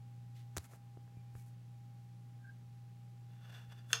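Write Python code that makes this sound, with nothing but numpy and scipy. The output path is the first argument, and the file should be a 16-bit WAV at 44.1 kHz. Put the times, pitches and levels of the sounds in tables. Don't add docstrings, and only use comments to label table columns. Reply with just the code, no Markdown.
import sys
import numpy as np
from scipy import signal
from scipy.fft import rfft, irfft, next_fast_len
from scipy.io import wavfile
from scipy.ndimage import map_coordinates

SR = 44100
rng = np.random.default_rng(int(sys.argv[2]) if len(sys.argv) > 2 else 0)


def pcm_store(signal):
    levels = np.round(np.clip(np.atleast_2d(signal), -1, 1) * 32767)
    wavfile.write(sys.argv[1], SR, levels.astype(np.int16).T)


N = 176400

# t/s, level/dB
HUM_RIDE = [(0.58, -51), (0.6, -58), (0.82, -56.5), (0.86, -54), (1.06, -52.5), (1.1, -60.5), (1.16, -52.5)]
# f/Hz, level/dB, unsteadiness/0-1
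HUM_TONES = [(179.3, -70.3, .5), (240, -78.8, .35), (806.9, -73.9, .3)]
# f/Hz, gain/dB
AIR_EQ = [(25, -17.5), (45, -9.5), (80, -2), (150, 3.5), (280, -9.5), (500, -17.5), (1000, -21.5),
          (2500, -24.5), (6500, -29.5), (10400, -33.5), (15500, -35.5)]
# peak t/s, rise/s, fall/s, hiss level/dB, body level/dB, body f/Hz
RUB_CUES = [(0.374, 0.022, 0.053, -92, -68.5, 2950), (.6, 0.043, 0.014, -72.5, -67, 1500),
            (.652, 0.03, 0.015, -66, -67.5, 1190), (0.735, 0.039, 0.033, -69.5, -67, 700),
            (1.385, 0.037, 0.057, -71, -77, 1800), (1.48, 0.026, 0.028, -76.5, -85, 1800),
            (3.935, 0.036, .04, -60.5, -75, 2500)]
# f/Hz, gain/dB
HISS_EQ = [(500, -17), (3000, -6), (6500, 9), (10400, 8), (12500, 7.5), (15500, 1.5)]
# t/s, thump level/dB, knock level/dB, knock cutoff f/Hz, tick level/dB
FINGER_HITS = [(0.5666, -69, -26.5, 2500, -31), (0.5717, -34, -35.5, 2000, -19.5),
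               (0.579, -77, -31.5, 2400, -28), (0.5821, -44.5, -44, 3000, -21.5),
               (0.734, -66, -42.5, 1700, -62), (0.971, -51, -35, 504, -85), (1.077, -68, -51, 1310, -85),
               (1.170, -45.5, -60, 500, -90), (1.352, -43, -45, 2600, -63.5)]
# f/Hz, gain/dB, t60/s
THUMP_MODES = [(88.4, -2.5, 0.11), (204, 3, 0.009)]
KNOCK_MODES = [(343, -9, 0.017), (513, -9, 0.0097), (715, -9.5, 0.016), (1280, -1, 0.0046),
               (1680, -8.5, 0.013), (1860, -9, 0.0086), (2530, -7, 0.0049)]
# f/Hz, gain/dB
TICK_EQ = [(300, -4), (2600, -9), (4000, 1), (5500, 4), (7300, 6), (10600, -4.5), (13000, -1), (15500, -8)]
# peak t/s, half width/s, level/dB
GRIP_SWELLS = [(.595, 0.025, -65), (1.37, 0.027, -61), (3.69, 0.05, -67)]
# f/Hz, gain/dB
GRIP_EQ = [(20, -13), (75, 1), (130, -28), (1000, -64)]
# peak t/s, half width/s, f/Hz, level/dB
SQUEAK_CUES = [(.695, .025, 2170, -79), (1.187, .028, 2385, -76.5), (1.285, .03, 2400, -80.5),
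               (1.395, .03, 2280, -80), (2.457, .014, 1550, -58.5), (2.472, .046, 1590, -64),
               (2.493, 0.015, 1580, -60), (3.795, .012, 4690, -72)]
# t/s, level/dB
SCRAPE_RIDE = [(3.2, -100), (3.32, -75), (3.405, -76.5), (3.425, -68), (3.54, -60), (3.6, -62), (3.68, -77),
               (3.715, -60.5), (3.723, -57.5), (3.746, -71.5), (3.795, -66.5), (3.82, -74.5), (3.88, -75),
               (3.91, -58.5)]
# f/Hz, width/Hz, gain/dB
SCRAPE_BANDS = [(610, 480, -2.5), (1460, 126, 5.5), (1695, 170, 3), (2795, 190, 1.5), (3456, 49, 9),
                (4710, 940, -10.5), (5950, 640, -10), (8300, 1300, -17), (11650, 1100, -16.5),
                (14600, 970, -21)]
# t/s, level/dB, attack/s
LEVER_HITS = [(3.9306, -15, 0.00097), (3.9395, -46, 0.00072), (3.9471, -35, .002)]
# f/Hz, gain/dB
CRACK_EQ = [(300, -13), (1300, 6), (4200, 6.5), (8500, -3), (10500, 0), (13500, -3), (15500, -19)]
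# f/Hz, gain/dB, t60/s
BASE_MODES = [(1200, -11, 0.0063), (1533, -2.5, 0.012), (1830, -5.5, 0.01), (2573, -2.5, 0.01),
              (2760, -9.5, 0.016), (3180, -3.5, 0.014), (3490, -2, 0.011), (4340, -11.5, 0.009),
              (5230, -6.5, 0.0064), (6400, 4.5, 0.0078), (8320, -15.5, 0.013), (9930, -1, 0.0053)]
# f/Hz, gain/dB, t60/s
LINGERING_MODES = [(458, -26, 0.13), (682, -33, 0.18), (1230, -34, 0.18), (1815, -30, 0.15),
                   (2340, -32, .15), (2635, -30, 0.14), (2765, -21, 0.13), (3205, -27, .14),
                   (3305, -26.5, 0.14), (4484, -27, .11), (5140, -26, .11), (6385, -25, .16)]
# f/Hz, t60/s
ROOM_DECAY = [(300, 0.28), (2000, 0.19), (6500, 0.22), (14000, 0.14)]
# f/Hz, gain/dB
ROOM_EQ = [(400, 1), (1100, 12), (1700, -4), (2200, 9), (2700, 0), (3500, 1), (4100, 1.5), (5200, 9),
           (6400, -1), (7200, 1), (9000, -3), (14000, -1)]


def amp(db):
    return 10 ** (np.asarray(db) / 20)


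def unit(x):
    return x / np.sqrt(np.mean(x ** 2) + 1e-20)


def clock():
    return np.arange(N) / SR


def along(points, hz):
    f, v = np.transpose(points)
    return np.interp(np.log(hz + 1), np.log(f + 1), v)


def wobble(rate):
    return map_coordinates(rng.standard_normal(N // 8), [clock() * rate], mode="wrap")


def bell_fade(peak_s, width_s):
    return np.exp(-((clock() - peak_s) / width_s) ** 2)


def rise_over(t, rise_s):
    return 1 - np.exp(-t / rise_s)


def filtered(x, response):
    size = next_fast_len(N + SR // 2)
    return irfft(rfft(x, size) * response(np.fft.rfftfreq(size, 1 / SR)), size)[:N]


def lowpass(x, hz):
    return signal.sosfilt(signal.butter(2, min(hz, SR * .45), fs=SR, output="sos"), x)


def peak_curve(f, centre, width):
    return f * width / (centre ** 2 - f * f + 1j * f * width)


def noise(eq):
    return unit(filtered(rng.standard_normal(N), lambda hz: amp(along(eq, hz))))


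def ring(modes, t, wave=np.sin):
    return sum((-1) ** k * amp(db - 60 * t / t60) * wave(2 * np.pi * hz * t)
               for k, (hz, db, t60) in enumerate(modes))


def add(track, s, sound):
    part = track[round(s * SR):][:len(sound)]
    part += sound[:len(part)]


def room(x, predelay_s=0.0027):
    hz, t, spectrum = signal.stft(rng.standard_normal(SR // 2), SR, nperseg=256)
    decay = amp(-60 * t / along(ROOM_DECAY, hz)[:, None])
    tail = signal.istft(spectrum * decay, SR, nperseg=256)[1]
    tail = np.pad(tail / np.linalg.norm(tail), (round(predelay_s * SR), 0))
    send = filtered(x, lambda f: amp(along(ROOM_EQ, f)))
    return signal.fftconvolve(send, tail)[:N]


def hum(hum_hz=120, waver_db=.5, air_db=-66):
    t = clock()
    ride_db = np.interp(t, *np.transpose(HUM_RIDE)) + waver_db * wobble(4.67)
    tones = amp(ride_db) * np.sin(2 * np.pi * hum_hz * t)
    for hz, db, unsteady in HUM_TONES:
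        drift = 1 + unsteady * (wobble(6.2) + 1j * wobble(21)) / 2
        tones += amp(db) * np.real(drift * np.exp(2j * np.pi * hz * t))
    return np.sqrt(2) * tones + amp(air_db) * noise(AIR_EQ)


def rubs(grain_db=2):
    t, out = clock(), np.zeros(N)
    hiss = noise(HISS_EQ)
    for s, rise, fall, hiss_db, body_db, body_hz in RUB_CUES:
        body = unit(filtered(rng.standard_normal(N), lambda f: peak_curve(f, body_hz, body_hz)))
        swell = bell_fade(s, np.where(t < s, rise, fall))
        out += swell * (amp(hiss_db) * hiss + amp(body_db) * body)
    return out * amp(grain_db * wobble(300))


def touches(tick_t60=.0028, room_db=-25):
    out, t = np.zeros(N), np.arange(SR // 4) / SR
    tick_envelope = rise_over(t, .0003) * amp(-60 * t / tick_t60)
    knock = rise_over(t, .00039) * ring(KNOCK_MODES, t, np.cos)
    thump = ring(THUMP_MODES, t)
    for s, thump_db, knock_db, cutoff_hz, tick_db in FINGER_HITS:
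        tick = amp(tick_db) * tick_envelope * noise(TICK_EQ)[:len(t)]
        add(out, s, amp(knock_db) * lowpass(knock, cutoff_hz) + tick - amp(thump_db) * thump)
    return out + amp(room_db) * room(out)


def grip():
    return noise(GRIP_EQ) * sum(amp(db) * bell_fade(s, width) for s, width, db in GRIP_SWELLS)


def squeaks(jitter_hz=32, roughness=.35):
    out = np.zeros(N)
    jitter = jitter_hz * wobble(250)
    for s, width, hz, db in SQUEAK_CUES:
        phase = 2 * np.pi * np.cumsum(hz + jitter) / SR
        out += amp(db) * bell_fade(s, width) * np.sin(phase)
    return out * (1 + roughness * wobble(300))


def lever_scrape(grain_db=1, judder_db=2.2):
    friction = rng.standard_normal(N) * amp(grain_db * wobble(1100) + judder_db * wobble(110))
    scrape = filtered(friction, lambda f: sum((-1) ** k * amp(db) * 1j * peak_curve(f, hz, width)
                                              for k, (hz, width, db) in enumerate(SCRAPE_BANDS)))
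    ride_db = np.interp(clock(), *np.transpose(SCRAPE_RIDE), left=-120)
    return unit(scrape) * amp(ride_db)


def lever_snap(catch_s=3.904, catch_db=-28.5, catch_hz=1760, crack_db=2, crack_t60=.0053, room_db=-9):
    out, t = np.zeros(N), np.arange(SR // 3) / SR
    base = ring(BASE_MODES, t)
    catch = lowpass(lowpass(base * rise_over(t, .0029), catch_hz), catch_hz)
    add(out, catch_s, amp(catch_db) * catch)
    for s, db, rise_s in LEVER_HITS:
        crack = amp(crack_db - 60 * t / crack_t60) * noise(CRACK_EQ)[:len(t)]
        add(out, s, amp(db) * rise_over(t, rise_s) * (base + crack))
    out += amp(room_db) * room(out)
    s, db, _ = max(LEVER_HITS, key=lambda row: row[1])
    add(out, s, amp(db) * rise_over(t, .018) * ring(LINGERING_MODES, t))
    return out


def scene():
    return (hum() + touches() + rubs() + grip() + squeaks() + lever_scrape() + lever_snap())[None]


def record(dry, low_cut_hz=31, top_hz=15850):
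    low_cut = signal.butter(2, low_cut_hz, "highpass", fs=SR, output="sos")
    return filtered(signal.sosfilt(low_cut, dry[0]), lambda hz: hz < top_hz)[None]


dry = scene()
out = record(dry)
pcm_store(out)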